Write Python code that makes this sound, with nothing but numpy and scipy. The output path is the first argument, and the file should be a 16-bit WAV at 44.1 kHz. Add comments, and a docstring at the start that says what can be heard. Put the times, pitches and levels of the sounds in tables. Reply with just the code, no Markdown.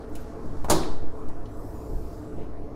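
"""A slap on a steel tool chest

In a workshop with droning ventilation, a flat hand slaps the top of a steel tool chest.
The sheet metal booms in its normal modes and the room reverberates. The hand slides off and grips
the edge with a few light clicks; the lid swings up with a soft hiss, probably from its struts."""
import sys
import numpy as np
from scipy import signal
from scipy.fft import irfft
from scipy.io import wavfile
from scipy.ndimage import uniform_filter1d, map_coordinates

SR = 44100
rng = np.random.default_rng(int(sys.argv[2]) if len(sys.argv) > 2 else 0)


def bounce(signal):
    """Save signal as a 16-bit WAV file at the path given by the first command-line argument."""
    frames = np.transpose(np.atleast_2d(signal))
    limited = np.clip(frames, -1, 1)
    pcm = np.round(limited * 32767).astype(np.int16)
    wavfile.write(sys.argv[1], SR, pcm)


N = 121275
TIME, AGE = np.arange(N) / SR, np.arange(SR) / SR  # seconds into the scene, and since an impact
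ROOM_RISE_S, GLIDE_HZ_PER_S = 0.016, 2200


def amp(db):
    """Amplitude ratio of a level in decibels."""
    return 10 ** (np.asarray(db) / 20)


def unit(x):
    """Normalisation to an rms of 1."""
    return x / np.sqrt(np.mean(x ** 2) + 1e-20)


def read(table, hz, column=1):
    """Interpolation of a table column on a log-frequency axis."""
    columns = np.transpose(table)
    return np.interp(np.log(hz + 1), np.log(columns[0] + 1), columns[column])


def envelope(table, column=1):
    """Gain over time, interpolated in decibels."""
    columns = np.transpose(table)
    return amp(np.interp(TIME, columns[0], columns[column]))


def add(mix, start, sound):
    """Superposition of a sound from a start in seconds."""
    part = mix[max(round(start * SR), 0):][:len(sound)]
    part += sound[:len(part)]


def noise(gain, size):
    """Random-phase noise of rms 1 with a spectrum shaped by gain(Hz)."""
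    hz = np.fft.rfftfreq(size, 1 / SR)
    phases = np.exp(2j * np.pi * rng.random(len(hz)))
    return unit(irfft(gain(hz) * phases, size))


def coloured(table, size, column=1):
    """Noise with the spectral envelope of a table column."""
    return noise(lambda hz: amp(read(table, hz, column)), size)


def band(centre_hz, octaves, size):
    """Noise in a Gaussian band on a log-frequency axis."""
    return noise(lambda hz: np.exp(-.5 * (np.log2((hz + 1) / centre_hz) / octaves) ** 2), size)


def strike(rise_s, t60):
    """Linear attack and exponential decay, 60 dB in t60 seconds."""
    return np.minimum(AGE / rise_s, 1) * np.exp(-np.log(1000) * AGE / t60)


def ring(modes, rise_cycles):
    """Free vibration as a sum of damped modes; low modes build up more slowly."""
    return sum((-1) ** k * amp(db) * strike(rise_cycles / hz, t60) * np.sin(2 * np.pi * hz * AGE)
               for k, (hz, db, t60) in enumerate(modes))


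# Spectrum of the airflow. Each row: frequency in Hz, relative level in dB.
AIRFLOW = [(20, 6.5), (32, 5), (48, -10.5), (66, -3), (85, -4), (108, -8), (130, -7.5), (200, -11),
           (300, -14.5), (380, -10.5), (520, -14), (680, -20.5), (1100, -22), (1600, -33.5), (2300, -42.5),
           (3300, -48.5), (5200, -48), (8500, -58.5), (10800, -53.5), (12500, -61.5), (16000, -63.5)]
# Fan drones. Each row: centre in Hz, half width in Hz, level in dB.
FAN_DRONES = [(60.3, 2.3, -45.5), (103.7, 7.2, -48.5), (238.4, 4.5, -54), (300, 19, -47), (299, 30, -49.5),
              (436.9, 8.7, -48.5), (601, 62, -57.5), (685, 32, -54.5), (840, 15, -62)]

def ventilation():
    """Broadband flow noise rushes unevenly under fan drones, which waver as narrowband noise does."""
    _, _, spectrum = signal.stft(coloured(AIRFLOW, N), SR, nperseg=1024, noverlap=768)
    patches = uniform_filter1d(rng.standard_normal(spectrum.shape), size=10, axis=0)
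    ripple_db = 2.3 * unit(uniform_filter1d(patches, size=14, axis=1))
    rush = signal.istft(spectrum * amp(ripple_db), SR, nperseg=1024, noverlap=768)[1][:N]
    drones = sum(amp(db) * noise(lambda hz: 1 / (1 + ((hz - centre_hz) / width) ** 2), N)
                 for centre_hz, width, db in FAN_DRONES)
    return amp(-36.5) * rush + drones


# Strength of the buffeting. Each row: time in seconds, level in dB.
BUFFET_LEVELS = [(0, -27), (.45, -40), (.55, -20), (.75, -20), (.92, -12.5), (1.15, -29), (1.4, -17.5),
                 (1.65, -43.5), (2.75, -33)]
# Its spectrum. Each row: frequency in Hz, relative level in dB.
BUFFET_SPECTRUM = [(0, -30), (1.5, -2), (4, 0), (10, -14), (25, -29), (60, -48), (200, -80), (1000, -120)]

def buffet():
    """Air displaced as the arm and microphone move causes mostly infrasonic pressure swings."""
    return envelope(BUFFET_LEVELS) * coloured(BUFFET_SPECTRUM, N)


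# Brushing of sleeve and skin. Each row: peak time in seconds, spread in seconds, level in dB,
# centre in Hz, spread in octaves.
BRUSH_STROKES = [(.03, 0.021, -66.5, 4000, 0.51), (.138, .012, -68, 7700, 0.24),
                 (.205, 0.055, -61, 3000, 1.3), (.3, 0.035, -66, 5000, 0.62), (.5, 0.45, -58, 1070, 0.61),
                 (.56, 0.18, -67, 5000, 0.82), (0.695, 0.0053, -48, 6500, 0.4),
                 (1.2, 0.034, -70.5, 8000, .6), (2.13, 0.054, -71, 4830, .15),
                 (2.42, 0.036, -62.5, 2200, 0.56)]

def rubs():
    """Sliding friction makes soft swells of band-limited noise."""
    out = np.zeros(N)
    for peak_s, spread_s, db, centre_hz, octaves in BRUSH_STROKES:
        swell = np.exp(-.5 * ((TIME - peak_s) / spread_s) ** 2)
        out += amp(db) * band(centre_hz, octaves, N) * swell
    return out


# Thin squeaks. Each row: start in seconds, duration in seconds, frequency in Hz, level in dB.
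SQUEAK_TONES = [(.086, .045, 14550, -76), (.155, .025, 14550, -69), (.197, .034, 11800, -68),
                (.19, .055, 14570, -72)]

def squeaks():
    """A brief, high pure tone under a half-sine envelope is heard as a squeak."""
    out = np.zeros(N)
    for start, length, hz, db in SQUEAK_TONES:
        t = np.arange(0, length, 1 / SR)
        swell = np.sin(np.pi * t / length)
        add(out, start, amp(db) * unit(swell * np.sin(2 * np.pi * hz * t)))
    return out


# Light touches and latch clicks. Each row: start in seconds, knock level in dB, click level in dB,
# click centre in Hz, tick level in dB, T60 in seconds.
TOUCHES = [(.089, -66, -68, 3000, -67, 0.12), (.152, -55, -49, 2800, -46, .075),
           (.4535, -69, -68, 4550, -63, 0.072), (0.568, -46, -62, 4500, -68, 0.084),
           (0.6432, -28.5, -50.5, 3030, -48.5, 0.088), (.684, -27.5, -51.5, 2200, -60, 0.09),
           (.8325, -51, -35.5, 1940, -62, 0.045), (1.2848, -52, -55, 4500, -55.5, 0.051),
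           (1.2938, -41, -78, 2000, -70, 0.12), (1.455, -61, -52, 3440, -78, 0.053)]
# Spectra of a touch. Each row: frequency in Hz, relative levels of knock and tick in dB.
TOUCH_SPECTRA = [(50, -14, -50), (140, -3, -50), (300, -7, -45), (600, -10, -35), (920, -2, -30),
                 (1600, -20, -18), (3100, -40, -10), (5500, -55, -1), (10000, -70, 0), (16000, -80, -7)]

def taps():
    """Brief contacts excite a wide spectrum: a dull panel knock, a click and a bright tick."""
    out = np.zeros(N)
    room_decay = amp(-14.5) * strike(ROOM_RISE_S, t60=0.35)
    for start, knock_db, click_db, click_hz, tick_db, t60 in TOUCHES:
        knock = amp(knock_db) * coloured(TOUCH_SPECTRA, SR)
        tick = amp(tick_db) * coloured(TOUCH_SPECTRA, SR, column=2)
        click = amp(click_db) * band(click_hz, octaves=.55, size=SR)
        decay = np.hypot(strike(0.0024, t60), room_decay)  # direct and reverberant powers add
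        add(out, start, (knock + tick + click) * decay)
    return out


# Modes of a small metal piece. Each row: frequency in Hz, relative level in dB, T60 in seconds.
CLINK_MODES = [(2700, -4, .08), (3000, -2, .08), (5100, -6, .07), (6750, -10, .2), (7600, -8, .08),
               (9750, -2, .06), (10150, -2, .04), (12800, -8, .04)]

def clink():
    """A loose piece of metal rings once in high, inharmonic modes."""
    out = np.zeros(N)
    add(out, start=.152, sound=amp(-48) * ring(CLINK_MODES, rise_cycles=7.3))
    return out


# Spectra of skin smack and flesh thud. Each row: frequency in Hz, relative level in dB.
SMACK_SPECTRUM = [(100, 11), (600, 7), (1200, 2), (1700, -4), (2700, -14), (4300, -4), (5500, -9),
                  (6900, 0), (7800, -7.5), (11000, -4.5), (12300, -9), (16000, -18)]
THUD_SPECTRUM = [(40, -37), (120, -26.5), (230, -14), (380, -20), (620, -12), (1100, -5.5), (1600, -15.5),
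                 (3000, -10), (16000, -72)]

def hand_impact(smack_db, push_db):
    """Impact noise is broadband and short: skin smacks the steel and flesh thuds on it."""
    smack = amp(smack_db) * coloured(SMACK_SPECTRUM, SR) * strike(rise_s=0.0031, t60=0.083)
    thud = amp(push_db - 5) * coloured(THUD_SPECTRUM, SR) * strike(rise_s=0.009, t60=0.063)
    return smack + thud


# Modes of the steel trim and top panel. Each row: frequency in Hz, relative level in dB, T60 in seconds.
TRIM_MODES = [(4770, -5, .16), (6610, -3, .19), (6813, -4, .14), (6995, 0, .19), (7170, -4, .12),
              (8532, -4, .17), (9320, -4, .09), (10371, -6, .17), (13500, -8, .13)]
PANEL_MODES = [(155, -7, .55), (216, -10, .28), (320, 0, .52), (367, -1, .45), (392, -4, .33),
               (466, -12, .35), (498, -6, .38), (592, 2, .25), (659, 1, .25), (724, -4, .24),
               (804, -3, .27), (921, -6, .35), (955, -6, .33), (1084, -10, .26), (1136, -10, .24),
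               (1190, -10, .31), (1275, -15, .3), (1466, -18, .42)]

def steel_ring(smack_db, finger_db, palm_db, palm_delay_s, split_hz=430):
    """Modal excitation: fingers ring the trim and upper panel modes, then the palm starts the boom."""
    upper = [mode for mode in PANEL_MODES if mode[0] >= split_hz]
    deep = [mode for mode in PANEL_MODES if mode[0] < split_hz]
    out = amp(smack_db - 15) * ring(TRIM_MODES, rise_cycles=7.3)
    out += amp(finger_db - 4) * ring(upper, rise_cycles=4.6)
    add(out, palm_delay_s, amp(palm_db - 4) * ring(deep, rise_cycles=1.2))
    return out


# Reverberation of the workshop. Each row: frequency in Hz, relative level in dB, T60 in seconds.
ROOM_BANDS = [(60, -13, 0.31), (150, -4, 0.46), (234, -3, 0.69), (327, -3, 0.83), (530, -3, 0.5),
              (1010, -7.5, 0.59), (1610, -21, 0.69), (2600, -27.5, 0.52), (3960, -17, 0.6),
              (5870, -22.5, 0.51), (8250, -26.5, 0.47), (11000, -24, 0.33), (12500, -31, .33),
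              (16100, -29, 0.24)]

def room_tail():
    """A diffuse field decays exponentially, each band with its own reverberation time."""
    hz, t, spectrum = signal.stft(coloured(ROOM_BANDS, SR), SR, nperseg=512, noverlap=384)
    decay = np.exp(-np.log(1000) * t / read(ROOM_BANDS, hz, column=2)[:, None])
    tail = signal.istft(spectrum * decay, SR, nperseg=512, noverlap=384)[1][:SR]
    return amp(-19.5) * tail * np.minimum(AGE / ROOM_RISE_S, 1)


# Two finger contacts, then the palm. Each row: start in seconds, relative levels in dB of the skin
# smack and of the push on the panel.
HAND_CONTACTS = [(0.6974, -14, -20.5), (0.704, -17, -29.5), (0.7143, -46, -19)]

def slap():
    """Impulsive excitation: three contacts fuse into one slap that sets steel and room ringing."""
    out = np.zeros(N)
    for start, smack_db, push_db in HAND_CONTACTS:
        add(out, start, hand_impact(smack_db, push_db))
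    (finger_s, smack_db, finger_db), _, (palm_s, _, palm_db) = HAND_CONTACTS
    add(out, finger_s, steel_ring(smack_db, finger_db, palm_db, palm_s - finger_s))
    add(out, finger_s, room_tail())
    return out


# Hiss of the rising lid. Each row: time in seconds, levels of body and treble in dB.
HISS_LEVELS = [(1.4, -73.5, -95), (1.5, -73, -76), (1.62, -66.5, -67), (1.8, -67, -67), (1.95, -65, -67.5),
               (2.14, -65.5, -70), (2.3, -70, -82), (2.45, -74, -88), (2.55, -100.5, -101)]
# Its spectra. Each row: frequency in Hz, relative levels of body and treble in dB.
HISS_SPECTRA = [(1500, -34, -50), (3620, -5.5, -40), (4900, 2.5, -30), (5900, 1.5, -25), (6960, 1.5, -18),
                (8800, 1.5, -17), (12000, -5, -3), (13700, -8, 2), (15800, -21, -9)]

def struts(streak_hz=150, streak_s=.1):
    """Sliding noise, with a spectral ripple heard as faint narrow streaks drifting upward."""
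    hiss = sum(envelope(HISS_LEVELS, column) * coloured(HISS_SPECTRA, N, column) for column in (1, 2))
    hz, t, spectrum = signal.stft(hiss, SR, nperseg=1024, noverlap=768)
    across = (hz[:, None] - GLIDE_HZ_PER_S * t) / streak_hz
    along = np.broadcast_to(t / streak_s, across.shape)
    ripple_db = 3 * map_coordinates(rng.standard_normal((256, 64)), [across, along], order=3, mode="wrap")
    return signal.istft(spectrum * amp(ripple_db), SR, nperseg=1024, noverlap=768)[1][:N]


# Whistles in the hiss. Each row: start in seconds, duration in seconds, initial pitch in Hz, level in dB.
WHISTLE_GLIDES = [(1.47, 0.24, 7500, -74.5), (1.44, 0.19, 10500, -76.5), (1.551, 0.22, 5550, -83),
                  (1.717, 0.21, 6900, -72), (1.95, .25, 5950, -79), (2.101, 0.32, 7200, -76.5)]

def whistles(half_width_hz=190):
    """Amplitude modulation by noise broadens each rising tone into a narrow, airy band."""
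    out = np.zeros(N)
    for start, length, start_hz, db in WHISTLE_GLIDES:
        t = np.arange(0, length, 1 / SR)
        flutter = noise(lambda hz: 1 / (1 + (hz / half_width_hz) ** 4), SR)[:len(t)]
        swell = np.sin(np.pi * t / length)
        cycles = np.cumsum(start_hz + GLIDE_HZ_PER_S * t) / SR
        add(out, start, amp(db) * unit(flutter * swell * np.sin(2 * np.pi * cycles)))
    return out


def scene():
    """Linear superposition: the pressures of all sources add in one channel."""
    chest = slap() + taps() + clink() + rubs() + squeaks() + struts() + whistles()
    return (chest + ventilation() + buffet())[None]


def record(dry, cutoff_hz=15800):
    """Band limiting by a linear-phase low-pass filter."""
    lowpass = signal.firwin(511, cutoff_hz, window=("kaiser", 9), fs=SR)
    return signal.oaconvolve(dry, lowpass[None], "same")


dry = scene()
out = record(dry)
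bounce(out)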